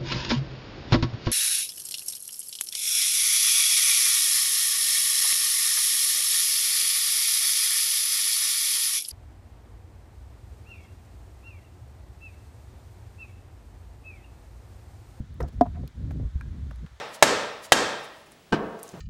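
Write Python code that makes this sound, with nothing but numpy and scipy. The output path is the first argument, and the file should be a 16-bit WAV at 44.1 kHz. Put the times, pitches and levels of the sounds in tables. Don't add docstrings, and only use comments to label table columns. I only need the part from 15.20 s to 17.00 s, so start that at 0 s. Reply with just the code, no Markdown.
import sys
import numpy as np
from scipy import signal
from scipy.fft import rfft, irfft
from scipy.io import wavfile
from scipy.ndimage import uniform_filter1d

SR = 44100
rng = np.random.default_rng(int(sys.argv[2]) if len(sys.argv) > 2 else 0)


def unload_audio(sound):
    columns = np.transpose(np.atleast_2d(sound))
    steps = np.round(np.clip(columns, -1, 1) * 32767)
    wavfile.write(sys.argv[1], SR, steps.astype(np.int16))


N = 79380

# (frequency [Hz], relative level [dB])
GRIT_SPECTRUM = [(800, -16.5), (2500, -1), (3500, 0.5), (6000, -2), (9000, -6.5), (13000, -8), (16000, -13)]


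def pole_knocks():
    # (frequency [Hz], relative level [dB], free t60 [s], swing at the struck spot [+1 or -1])
    modes = [(255.3, -2.5, 0.074, -1), (415, -17, 0.061, -1), (610, -9, .026, -1), (713, -4, 0.076, 1),
             (852, -5.5, 0.012, 1), (985, -25.5, 0.087, 1), (1230, -29.5, 0.056, 1),
             (1690, -31.5, 0.038, 1), (2080, -39.5, .036, 1)]
    # (time [s], level [dB], contact time [s], crack level [dB])
    blows = [(.2045, -31, 0.0006, -53), (0.2338, -31.5, 0.00024, -63), (.4101, -1, 0.00029, -33),
             (0.414, -34, 0.00045, -44)]
    # (frequency [Hz], relative level [dB])
    crack_spectrum = [(200, -26.5), (900, 4.5), (1600, 2.5), (2300, -5), (2700, -5.5), (3300, -3.5),
                      (5800, -4), (6800, -14.5), (9000, -16), (15000, -25)]
    t = np.arange(N) / SR
    attack_s, choke_s = 0.0013, 0.044
    ring = sum(np.sign(swing) * undb(db) * np.sin(2 * np.pi * hz * t) * burst(0, 0, t60)
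               for hz, db, t60, swing in modes)
    ring *= np.minimum(t / attack_s, 1) * np.exp(-(t / choke_s) ** 4)
    ring = pass_filter(ring, "high", hz=281, order=4)
    force, crack_envelope = np.zeros(N), np.zeros(N)
    for start, db, contact, crack_db in blows:
        push = np.exp(-np.pi * (2 * (t - start - contact) / contact) ** 2)
        force += undb(db) * push / push.sum()
        crack_envelope += undb(crack_db) * burst(start + contact, rise=0.00033, t60=0.018)
    crack = steady(colour(sand_grains(), crack_spectrum), seconds=0.012)
    return signal.fftconvolve(force, ring)[:N] + crack_envelope * crack


def pole_scrapes():
    # (time [s], rise [s], t60 [s], rub level [dB], grit level [dB])
    drags = [(0.2022, .003, 0.065, -25.5, -50.5), (0.2252, .002, 0.015, -44, -56.5),
             (0.2315, .002, .13, -40, -73), (.273, .014, .04, -52, -59), (0.318, .015, .12, -56.5, -64.5)]
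    # (frequency [Hz], relative level [dB])
    rub_spectrum = [(120, -21.5), (260, -10.5), (370, 2.5), (480, 3), (700, -6), (900, -7.5), (1100, -15.5),
                    (1350, -13.5), (1850, -19), (2600, -36.5), (6000, -61.5)]
    rub = steady(colour(sand_grains(), rub_spectrum), seconds=0.0028)
    grit = colour(sand_grains(), GRIT_SPECTRUM)
    return sum(burst(start, rise, t60) * (undb(rub_db) * rub + undb(grit_db) * grit)
               for start, rise, t60, rub_db, grit_db in drags)


def sand_steps():
    # (time [s], rise [s], t60 [s], crunch centre [Hz], crunch level [dB], grit level [dB])
    hoof_falls = [(0.46, 0.0041, 0.044, 920, -46.5, -69), (0.537, 0.023, 0.063, 1550, -57.5, -80),
                  (.631, 0.0022, 0.051, 410, -37.5, -76), (.907, 0.0016, 0.036, 1330, -49, -58),
                  (0.908, 0.0041, 0.031, 500, -42, -76), (0.995, 0.0046, 0.053, 286, -37.5, -82),
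                  (1.507, .005, 0.016, 1160, -44, -60.5), (1.513, 0.0039, 0.013, 564, -45, -70),
                  (1.661, 0.0024, 0.076, 1420, -52.5, -67)]
    out, grit = np.zeros(N), colour(sand_grains(), GRIT_SPECTRUM)
    for start, rise, t60, hz, crunch_db, grit_db in hoof_falls:
        crunch = steady(band(sand_grains(), hz, width=0.65 * hz), seconds=0.011)
        out += burst(start, rise, t60) * (undb(crunch_db) * crunch + undb(grit_db) * grit)
    return out


def ground_thumps():
    # (time [s], pitch [Hz], level [dB], t60 [s])
    thumps = [(.219, 72.8, -24, 0.22), (.838, 92, -21.5, 0.031), (1.153, 62.6, -16, .1),
              (1.151, 164, -35, 0.063), (1.461, 184, -37.5, 0.033), (1.627, 151.4, -41, 0.017)]
    t = np.arange(N) / SR
    return sum(-undb(db) * np.sin(2 * np.pi * hz * (t - start)) * burst(start, rise=0.0066, t60=t60)
               for start, hz, db, t60 in thumps)


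def hoof_click():
    # (frequency [Hz], relative level [dB], t60 [s])
    modes = [(1075, -6, 0.017), (1420, -1.5, 0.017), (1553, -3.5, 0.026), (1627, -13.5, 0.12),
             (2390, -9, 0.025)]
    start_s, gain_db = 1.2102, -35.5
    t = np.arange(N) / SR - start_s
    return sum(undb(gain_db + db) * np.sin(2 * np.pi * hz * t) * burst(start_s, rise=0.00095, t60=t60)
               for hz, db, t60 in modes)


def grit_and_tack():
    # (time [s], centre [Hz], bandwidth [Hz], level [dB], t60 [s])
    ticks = [(.1405, 12000, 7200, -61, 0.0072), (0.2269, 5670, 1314, -48, 0.015),
             (0.6755, 3400, 2500, -50.5, 0.024), (0.6755, 9500, 8900, -49.5, 0.0035),
             (0.918, 10000, 10000, -61, 0.0094), (1.2097, 3930, 8850, -52, 0.0047),
             (1.558, 5500, 7900, -57, .008), (1.662, 2600, 2920, -56, 0.019)]
    out = np.zeros(N)
    for start, hz, width, db, t60 in ticks:
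        noise = steady(band(rng.standard_normal(N), hz, width), seconds=0.0054)
        out += undb(db) * burst(start, rise=0.0018, t60=t60) * noise
    return out


def arena(x):
    # (delay [s], level [dB], low cut [Hz])
    echoes = [(.0452, -18.5, 1204), (.0514, -16, 1250)]
    t = np.arange(N) / SR
    tail = burst(0, rise=0.03, t60=0.56)
    trees_delay_s, trees_spread_s = 0.16, 0.014
    trees = np.exp(-((t - trees_delay_s) / trees_spread_s) ** 2 / 2)
    out = x.copy()
    for envelope, db, hz in [(tail, -27.5, 1700), (trees, -28, 1100)]:
        response = envelope * band(rng.standard_normal(N), hz, width=1400)
        response /= np.abs(rfft(response)).max()
        out += undb(db) * signal.fftconvolve(x, response)[:N]
    dull = pass_filter(x, "low", hz=1480, order=3)
    for delay, db, low_cut in echoes:
        thin = pass_filter(dull, "high", low_cut, order=2)
        out += undb(db) * np.interp(t - delay, t, thin, left=0)
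    return out


def wind_buffets():
    # (time [s], rumble level [dB], flutter level [dB])
    gusts = [
        [(0.0, -18.5, -25.5), (0.014, -38.5, -35), (0.054, -49, -54.5), (0.088, -47, -57), (0.108, -37.5, -48),
         (0.174, -43, -50.5), (0.206, -35, -33), (0.236, -26.5, -36.5), (0.26, -41.5, -40), (0.32, -42.5, -57),
         (0.346, -42, -44.5), (0.37, -26.5, -45), (0.388, -30.5, -41), (0.395, -34, -37)],
        [(0.465, -39, -43.5), (0.491, -31, -41), (0.517, -35, -47.5), (0.631, -31.5, -34.5), (0.731, -57, -62),
         (0.777, -34.5, -40), (0.873, -32.5, -39.5), (1.033, -31, -33), (1.055, -23, -39.5),
         (1.121, -44.5, -66), (1.155, -32, -47), (1.223, -37.5, -49), (1.263, -35.5, -40.5), (1.315, -30, -49),
         (1.355, -43, -42), (1.427, -30, -47.5), (1.519, -37.5, -46), (1.557, -36, -68), (1.645, -35.5, -38),
         (1.701, -63, -96), (1.723, -41.5, -85), (1.8, -62, -67)],
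    ]
    # (frequency [Hz], relative level [dB])
    rumble_spectrum = [(10, -51), (22, -26.5), (32, -12.5), (48, -1), (62, 7.5), (85, 1.5), (120, -11),
                       (170, -27), (300, -59), (3000, -110)]
    flutter_spectrum = [(30, -35), (70, -13), (130, 3.5), (190, -3), (260, -7.5), (380, -19.5), (600, -29),
                        (1000, -47), (2000, -64), (12000, -100)]
    rumble_trim_db, flutter_trim_db, fade_in_s = -0.5, 0.5, 0.004
    t = np.arange(N) / SR
    times, rumble_db, flutter_db = np.vstack(gusts).T
    rumble = steady(colour(rng.standard_normal(N), rumble_spectrum), seconds=0.02)
    rumble *= undb(np.interp(t, times, rumble_db) + rumble_trim_db)
    flutter = steady(colour(rng.standard_normal(N), flutter_spectrum), seconds=0.082)
    flutter *= undb(np.interp(t, times, flutter_db) + flutter_trim_db)
    return (rumble + flutter) * np.minimum(t / fade_in_s, 1)


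def distant_trees():
    # (frequency [Hz], relative level [dB])
    hiss_spectrum = [(100, 8), (400, 4), (800, 4.5), (1500, 4.5), (2000, 2.5), (2700, -4), (3600, -0.5),
                     (5000, -7), (6500, -7.5), (9000, -13.5), (12000, -19), (16000, -25)]
    start_db, rise_db_per_s = -62.5, 1
    t = np.arange(N) / SR
    return colour(rng.standard_normal(N), hiss_spectrum) * undb(start_db + rise_db_per_s * t)


def sand_grains(per_second=9800, size_spread=0.65):
    hits = rng.random(N) < per_second / SR
    return hits * rng.choice([-1, 1], N) * np.exp(size_spread * rng.standard_normal(N))


def undb(db):
    return 10 ** (np.asarray(db) / 20)


def colour(x, points):
    hz, db = np.array(points, float).T
    bins_hz = np.maximum(np.fft.rfftfreq(N, 1 / SR), 1)
    gain = undb(np.interp(np.log(bins_hz), np.log(hz), db))
    shaped = irfft(rfft(x) * gain, N)
    return shaped / np.sqrt(np.mean(shaped ** 2) + 1e-20)


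def pass_filter(x, kind, hz, order):
    return signal.sosfilt(signal.butter(order, hz, kind, fs=SR, output="sos"), x)


def band(x, hz, width):
    low = np.hypot(hz, width / 2) - width / 2
    return pass_filter(x, "band", [low, min(low + width, 0.47 * SR)], order=2)


def steady(x, seconds):
    power = np.abs(uniform_filter1d(x ** 2, max(int(seconds * SR), 2)))
    return x / np.sqrt(power + 1e-12)


def burst(start, rise, t60):
    t = np.arange(N) / SR - start
    attack = np.clip(t / max(rise, 1e-5), 0, 1)
    return attack * np.exp(-np.log(1000) * np.maximum(t - rise, 0) / t60)


def scene():
    horse = pole_knocks() + pole_scrapes() + sand_steps() + hoof_click() + grit_and_tack()
    return (arena(horse) + ground_thumps() + wind_buffets() + distant_trees())[None]


def record(dry):
    top_hz = 15800
    return signal.sosfilt(signal.ellip(10, 0.2, 80, top_hz, fs=SR, output="sos"), dry)


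dry = scene()
out = record(dry)
unload_audio(out)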